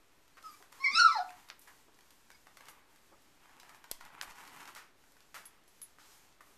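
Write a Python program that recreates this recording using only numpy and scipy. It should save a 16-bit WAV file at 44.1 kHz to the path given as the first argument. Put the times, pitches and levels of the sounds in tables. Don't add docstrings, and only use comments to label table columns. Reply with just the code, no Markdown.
import sys
import numpy as np
from scipy import signal
from scipy.fft import rfft, irfft, next_fast_len
from scipy.io import wavfile
from scipy.ndimage import uniform_filter1d, map_coordinates

SR = 44100
rng = np.random.default_rng(int(sys.argv[2]) if len(sys.argv) > 2 else 0)


def waveform_to_disk(signal):
    frames = np.transpose(np.atleast_2d(signal))
    scaled = np.clip(frames, -1, 1) * 32767
    samples = np.round(scaled).astype(np.int16)
    wavfile.write(sys.argv[1], SR, samples)


def nominal_scale(level):
    x = np.asarray(level, float) / 20
    return 10 ** x


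N = 290001

# time_s, pitch_hz, effort_db, mouth (tuned to partial 1 at 0, to partial 2 at 1), strain_db (upper partials)
WHIMPER = [
    (.433, 1296, -62, .23, -20),
    (.443, 1290, -48.5, .02, -25),
    (.468, 1280, -43, .01, -18.5),
    (.482, 1267, -47.5, .08, -19.5),
    (.495, 1219, -47.5, .12, -17),
    (.52, 1185, -57.5, .3, -14.5),
    (.55, 1163, -41.7, .45, -28),
    (.562, 1210, -66.5, .35, -22.5),
]
# time_s, pitch_hz, effort_db, mouth, strain_db
SQUEAL_PINCHED = [
    (.793, 1053, -52.5, 0.47, -25.5),
    (.806, 1033, -36.5, 0.31, -24.5),
    (.835, 1137, -28, 0.51, -33.5),
    (.845, 1078, -21, 0.9, -23),
    (.885, 1092, -18, .68, -37),
    (.93, 1188, -33, 0.58, -13.5),
]
# time_s, pitch_hz, effort_db, mouth, strain_db
SQUEAL_OPEN = [
    (.96, 1284, -16.5, 0.48, -18.5),
    (0.999, 1445, -14.2, .22, -17.5),
    (1.064, 1328, -17, 0.0091, -26),
    (1.082, 1244, -21, .18, -26.5),
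    (1.138, 1007, -29, .48, -23),
    (1.16, 906, -22, 0.27, -34.5),
    (1.189, 761, -27.5, 0.12, -28),
    (1.215, 707.6, -22.5, 0.44, -47),
    (1.24, 717, -51, 0.34, -36),
]
# crest_s, rate_hz
FLUTTER = (.848, 27)
# freq_hz, level_db
THROAT = [(2600, -8.5), (3250, -14.5), (3900, 1), (4400, 3), (4850, -1.5), (5300, 2.5), (5900, -6),
          (6400, -18), (7000, -17), (8300, -20.5), (10000, -26), (12000, -49)]
# freq_hz, level_db
NOSE = [(2600, -20), (3900, -24), (4800, 0.5), (5200, 8), (6000, -11), (7500, -10), (13000, -35)]
# start_s, level_db, pitch_hz, glide_hz_per_s, length_s
SQUEAKS = [
    (0.338, -71, 4400, 3000, 0.037),
    (0.505, -61, 11300, 9000, 0.038),
    (0.925, -52.5, 237, 14, 0.03),
    (1.168, -43, 620, -3000, 0.0067),
    (1.291, -45, 2504, 0, 0.0035),
    (2.306, -61.5, 2254, 1.5, .03),
    (2.342, -59.5, 2204, -1, 0.025),
    (2.31, -67.5, 4970, 4, 0.035),
    (2.34, -64.5, 4930, -1, 0.024),
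]
# delay_s, level_db
PEN_WALLS = [(.0043, -16), (.009, -14), (.0137, -13), (.019, -11), (.026, -16)]
# start_s, peak_db, dull_db
SMACKS = [(0.3705, -51.5, 12.5), (.6245, -47, 8), (.7257, -45, 7.5), (1.3041, -44.5, 10.5),
          (1.9884, -52.5, 8), (2.303, -46.5, 9), (2.4693, -50, 13.5), (2.5706, -42.5, 5.5),
          (2.607, -47, 9.5), (2.6842, -40, 6.5), (3.4572, -58, 15), (3.4935, -60.5, 18),
          (3.631, -50.5, 12.5), (3.662, -60, 17), (3.693, -44, 7), (3.7462, -48, 8), (3.841, -43.5, 8),
          (4.009, -46, 15), (4.103, -61, 21), (4.1806, -60, 22), (4.2314, -40.5, 12.5), (5.0384, -59.5, 12),
          (5.167, -55, 9.5), (5.343, -40, 8), (5.985, -56, 16.5), (6.407, -56.5, 21)]
# start_s, peak_db, bright_db
CLAWS = [(.426, -46.5, -6), (0.7217, -52, 3), (1.4865, -41, -32), (1.593, -56, 14), (1.9433, -53.5, -16),
         (2.0078, -49, -9.5), (2.1058, -47.5, -2), (2.3157, -47, -6), (2.6548, -46.5, -7),
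         (2.9597, -53, -3), (3.2198, -58.5, 1), (3.404, -59, -10.5), (3.501, -60, -24), (3.5991, -39.5, -8),
         (3.9165, -33, -1.5), (4.0504, -43.5, -4.5), (4.7496, -39, -3), (5.205, -47, -10), (5.454, -44, 3),
         (5.6377, -58, -3), (5.678, -55.5, 1.5), (5.816, -42.5, 2), (6.325, -54, -11.5), (5.12, -56, 2.5),
         (5.225, -58.5, -6), (6.2894, -56.5, -5.5)]
# start_s, peak_db
KNEADS = [(4.3088, -43), (4.41, -48.5), (4.451, -45), (4.4754, -42), (4.505, -56), (4.562, -63),
          (4.572, -48.5), (4.6072, -44), (4.6298, -44), (4.6544, -41.5), (4.6754, -41)]
# start_s, level_db, dull_db, bright_db, length_s
LEADS = [
    (0.279, -52, -5, -3, 0.0021),
    (1.489, -53, -11, 6, .003),
    (3.899, -53, 8, -16, .003),
]
# start_s, peak_db, dull_db, bright_db, length_s
SNAPS = [
    (1.5008, -30, -1.5, -25, 0.002),
    (3.9135, -29, -7.5, 7.5, 0.0013),
    (3.9147, -25, -24, -1, 0.0012),
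    (4.2128, -24, 0, -16, 0.002),
]
# start_s, peak_db, dull_db, bright_db, length_s
SCUFFS = [(0.374, -47.5, 11, -13, 0.027), (0.62, -61, -4.5, -14, 0.032), (1.502, -41, 4, -43, 0.042),
          (1.612, -51, -7, 3.5, 0.05), (1.671, -50, 11, -1.5, 0.067), (2.477, -68, 6, -12, 0.025),
          (2.562, -58, -12, -13, 0.04), (2.6874, -48, 3, 6.5, 0.032), (3.595, -58, -8, -14, 0.027),
          (3.692, -64, -10, -14, 0.024), (3.75, -54, -10, 0, 0.041), (4.003, -45.5, -10, -9, 0.052),
          (4.219, -35.5, 5.5, 0, 0.031), (4.556, -62, 3, -9, 0.04), (4.7565, -41, 8, -6, 0.096),
          (5.3436, -40, 8, -2.5, 0.1), (5.99, -50, -1.5, -9, 0.15), (6.4056, -53, 3, 0, 0.04)]
# start_s, level_db, dull_db, bright_db, length_s
PADS = [
    (.385, -73, 7, -3, .03),
    (.6, -64.5, 19, -15.5, 0.021),
    (.9, -64.5, 20, 9, 0.04),
    (1.06, -77.5, 32, -6, 0.035),
    (1.88, -63.5, 17.5, -1, 0.02),
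    (2.6, -67, 15, 0, .05),
    (3.115, -60, 15.5, -1, 0.038),
    (3.56, -69, 13, 0, .06),
    (5.343, -66.5, 14, 1, .06),
    (6.47, -67.5, 13, 7, 0.049),
]
# freq_hz, level_db
PADDING = [(120, 4.5), (300, 17), (700, 2.5), (1300, -7.5), (2200, -30.5)]
# start_s, level_db, pitch_hz, length_s
THUMPS = [
    (3.9135, -28, 460, 0.00097),
    (3.914, -42, 3.4, 0.077),
    (4.275, -46, 9.5, 0.032),
]
# start_s, level_db, lowest_mode_db
TINKLES = [
    (5.456, -44, -14.5),
    (5.68, -61.5, -14.5),
    (5.816, -41.5, -2),
    (5.827, -46.5, 7.5),
]
# freq_hz, level_db, t60_s
TAG_MODES = [(9997, -7, 0.11), (10400, -7, 0.05), (11170, 0, 0.09), (12000, -12, 0.1)]
# start_s, length_s, weight_db (on padding), brush_db (on cloth)
DRAGS = [(-.1, 0.69, -81.5, -81), (0.354, 0.2, -69.5, -68.5), (0.648, 0.81, -65, -71.5),
         (1.542, 0.26, -71.5, -74), (1.852, 0.71, -77.5, -77), (2.535, 0.17, -60.5, -75),
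         (2.8, 0.55, -75.5, -78.5), (3.338, 0.44, -65.5, -78.5), (3.8, 0.097, -77, -76),
         (3.951, 0.37, -60.5, -87), (4.208, 0.43, -57.5, -69.5), (4.55, .13, -62, -74),
         (4.9, 0.53, -79, -78), (5.38, 0.17, -71, -81.5), (5.602, 0.3, -79.5, -75),
         (5.921, 0.33, -71.5, -76), (5.963, 0.17, -78, -69.5), (6.36, .25, -73, -74)]
# freq_hz, level_db
BOARDS = [(80, -15.5), (160, -3.5), (300, -0.5), (450, -6), (700, -28.5)]
# freq_hz, level_db
BEDDING = [(450, -25.5), (700, -9), (880, 0.5), (1100, -1), (1400, -4), (2100, -6), (3000, -12.5),
           (5000, -31)]
# freq_hz, level_db
FABRIC = [(1800, -23.5), (3000, -3.5), (5000, 3.5), (7500, 4), (9000, -4), (11000, -20.5)]
# freq_hz, level_db
FUR = [(6500, -20), (9000, -5), (11000, -0.5), (13000, 1), (14500, -4.5)]
# freq_hz, t60_s
ROOM = [(200, .4), (1000, 0.35), (4000, .3), (12000, 0.22)]
# freq_hz, level_db_per_hz
HISS = [(4.7, -28), (8.0, -1.5), (21, -6), (48, -9.5), (205, -16), (291, -12.5), (438, -14.5),
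        (1750, -17.5), (3500, -22), (12300, -36), (13600, -36.5), (14900, -63)]

MOUTH_LOSS_DB = 33
FLUTTER_OPEN, FLUTTER_PINCHED = .025, .053


def unit(x):
    return x / np.sqrt(np.mean(x ** 2) + 1e-20)


def along(points, hz):
    f, v = np.transpose(points)
    return np.interp(np.log(hz + 1), np.log(f + 1), v)


def curves(rows):
    s, *cols = np.transpose(rows)
    return [np.interp(np.arange(N) / SR, s, c) for c in cols]


def wobble(rate_hz):
    knots = rng.standard_normal(int(N * rate_hz / SR) + 4)
    return map_coordinates(knots, [np.arange(N) * rate_hz / SR])


def coloured(x, spectrum):
    m = next_fast_len(len(x) + 8192)
    gain = nominal_scale(along(spectrum, np.fft.rfftfreq(m, 1 / SR)))
    return irfft(rfft(x, m) * gain, m)[:len(x)]


def voice(call, throat, flutter, jitter, rough, breath_db):
    pitch_hz, effort_db, mouth, strain_db = curves(call)
    first_db = effort_db - MOUTH_LOSS_DB * mouth
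    second_db = effort_db - MOUTH_LOSS_DB * (1 - mouth)
    upper_db = effort_db + strain_db
    t = np.arange(N) / SR
    sounding = (t > call[0][0]) & (t < call[-1][0])

    crest_s, flutter_hz = FLUTTER
    depth = flutter * (FLUTTER_OPEN + (FLUTTER_PINCHED - FLUTTER_OPEN) * mouth)
    flutter_wave = depth * np.cos(2 * np.pi * flutter_hz * (t - crest_s))
    pitch_hz = pitch_hz * (1 + flutter_wave + jitter * wobble(150))
    phase = 2 * np.pi * np.cumsum(pitch_hz) / SR

    low = nominal_scale(first_db) * np.sin(phase) + nominal_scale(second_db) * np.sin(2 * phase)
    upper = np.zeros(N)
    for k in range(3, 10):
        gain = nominal_scale(along(throat, k * pitch_hz) + 4.5 * wobble(90))
        upper += gain * np.sin(k * phase + rough * k * k * wobble(500))
    breath_colour = [(700, -37.0), (1600, 1.5)] + throat
    breath = nominal_scale(breath_db) * unit(coloured(rng.standard_normal(N), breath_colour))
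    return np.sqrt(2) * sounding * (low + nominal_scale(upper_db) * (upper + breath))


def squeaks():
    out, t = np.zeros(N), np.arange(N) / SR
    for start_s, level_db, pitch_hz, glide_hz_per_s, length_s in SQUEAKS:
        age_s = t - start_s
        swell = np.sin(np.pi * np.clip(age_s / length_s, 0, 1))
        out += nominal_scale(level_db) * swell * np.sin(2 * np.pi * (pitch_hz + glide_hz_per_s * age_s / 2) * age_s)
    return out


def pen(x):
    return x + sum(nominal_scale(db) * np.roll(x, round(delay_s * SR)) for delay_s, db in PEN_WALLS)


def bursts(events, rise_s, wet_db, gain_db, dull_hz):
    out, t = np.zeros(N + SR), np.arange(SR // 6) / SR
    lead = 256
    for start_s, level_db, dull_db, bright_db, length_s in events:
        envelope = nominal_scale(-20 * t / max(length_s, .001)) * (1 - np.exp(-t / rise_s))
        crack = rng.standard_normal(len(t)) * envelope
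        tones = rfft(np.pad(crack, (lead, 0)))
        tones /= np.sqrt(uniform_filter1d(np.abs(tones) ** 2, size=160))
        crack = irfft(tones) * np.sqrt(0.069 * length_s * SR)
        dull = [(250, dull_db - 18.5), (.55 * dull_hz, dull_db - 2.5),
                (dull_hz, dull_db + 4.5), (1.5 * dull_hz, dull_db + 2.0)]
        bright = [(3500, 0.012), (5200, 0), (7500, bright_db / 2 - 0.5), (10500, bright_db - 1)]
        crack = coloured(crack, dull + bright)
        heard = nominal_scale(wet_db) * signal.fftconvolve(crack, tail(gap_s=0.0031))
        heard[:len(crack)] += crack
        out[round(start_s * SR) - lead:][:len(heard)] += nominal_scale(level_db + gain_db) * heard
    return out[:N]


def clicks():
    smacks = [(s, peak_db, dull_db, -5, .004) for s, peak_db, dull_db in SMACKS]
    claws = [(s, peak_db, -5, bright_db, .004) for s, peak_db, bright_db in CLAWS]
    kneads = [(s, peak_db, 3.5, -8, .0045) for s, peak_db in KNEADS]
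    events = smacks + claws + kneads + LEADS
    return bursts(events, rise_s=0.00069, wet_db=-2.5, gain_db=4.5, dull_hz=1145)


def snaps():
    return bursts(SNAPS, rise_s=0.0001, wet_db=-20.5, gain_db=9.0, dull_hz=1660)


def scuffs():
    return bursts(SCUFFS, rise_s=0.0032, wet_db=-8, gain_db=-2.0, dull_hz=1310)


def landings():
    return coloured(bursts(PADS, rise_s=0.011, wet_db=-5.5, gain_db=6, dull_hz=1300), PADDING)


def thumps():
    out, t = np.zeros(N), np.arange(N) / SR
    for start_s, level_db, pitch_hz, length_s in THUMPS:
        age = np.clip(t - start_s, 0, None) / length_s
        pulse = age * np.exp(1 - 2 * age)
        out += nominal_scale(level_db) * pulse * np.cos(2 * np.pi * pitch_hz * (t - start_s))
    return out


def tag():
    out, t = np.zeros(N), np.arange(SR // 4) / SR
    rise = 1 - np.exp(-t / 0.0015)
    for start_s, level_db, lowest_db in TINKLES:
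        rings = [nominal_scale(db - 60 * t / t60_s) * np.sin(2 * np.pi * hz * t) for hz, db, t60_s in TAG_MODES]
        ring = nominal_scale(lowest_db) * rings[0] + sum(rings[1:])
        out[round(start_s * SR):][:len(t)] += nominal_scale(level_db) * ring * rise
    return out


def drags():
    power, t = np.zeros((2, N)), np.arange(N) / SR
    for start_s, length_s, weight_db, brush_db in DRAGS:
        swell = np.clip((t - start_s) / 0.1, 0, 1) ** 2
        fade_db = -88.5 * np.clip(t - start_s - length_s, 0, None)
        power += (nominal_scale([[weight_db], [brush_db]]) * swell * nominal_scale(fade_db)) ** 2
    return np.sqrt(power + 1e-12)


def crackle(rate_hz, spread_db, smooth_share):
    hits = rng.random(N) < rate_hz / SR * nominal_scale(5 * wobble(30))
    sizes = nominal_scale(spread_db * rng.exponential(1, N))
    slips = unit(hits * sizes * rng.choice([-1, 1], N))
    return unit(slips + smooth_share * rng.standard_normal(N))


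def rustle():
    weight, brush = drags()
    boards = np.hypot(nominal_scale(-15) * weight, nominal_scale(-80))
    layers = [(boards, BOARDS), (weight, BEDDING), (brush, FABRIC), (nominal_scale(-1) * brush, FUR)]
    busy = np.clip((20 * np.log10(weight) + 72) / 12, 0, 1)
    slips = crackle(rate_hz=1300, spread_db=3.0, smooth_share=.9)
    slips = busy * slips + np.sqrt(1 - busy ** 2) * rng.standard_normal(N)
    slips = nominal_scale(2.6 * busy * wobble(45)) * slips
    return sum(gain * nominal_scale(1.2 * wobble(14)) * unit(coloured(slips, body)) for gain, body in layers)


def tail(gap_s):
    hz, t, z = signal.stft(rng.standard_normal(SR // 3), SR, nperseg=256)
    decay = nominal_scale(-60 * t / along(ROOM, hz)[:, None])
    echo = signal.istft(z * decay, SR, nperseg=256)[1]
    return np.pad(echo / np.linalg.norm(echo), (round(gap_s * SR), 0))


def room(x, wet_db):
    return x + nominal_scale(wet_db) * signal.fftconvolve(x, tail(gap_s=.006))[:N]


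def microphone_hiss():
    return nominal_scale(-69.66) * unit(coloured(rng.standard_normal(N), HISS))


def scene():
    whimper = voice(WHIMPER, NOSE, flutter=.4, jitter=.003, rough=.025, breath_db=-10)
    squeal = voice(SQUEAL_PINCHED + SQUEAL_OPEN, THROAT, flutter=1, jitter=.006, rough=.016, breath_db=-13)
    pups = nominal_scale(-1.5) * room(whimper + pen(squeal) + squeaks(), wet_db=-10)
    touches = clicks() + snaps() + scuffs() + landings()
    moving = nominal_scale(-0.5) * room(rustle(), wet_db=-8.5) + tag() + thumps()
    return (pups + touches + moving)[None]


def band_limit(x):
    return signal.sosfilt(signal.butter(12, 15070, fs=SR, output="sos"), x)


def record(dry):
    top_hz = 14050
    band = [(top_hz - 150, 0), (top_hz + 250, -22), (top_hz + 1000, -45)]
    limited = coloured(dry[0] + microphone_hiss(), band)
    mix = limited[None] - .0004
    return band_limit(mix)


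dry = scene()
out = record(dry)
waveform_to_disk(out)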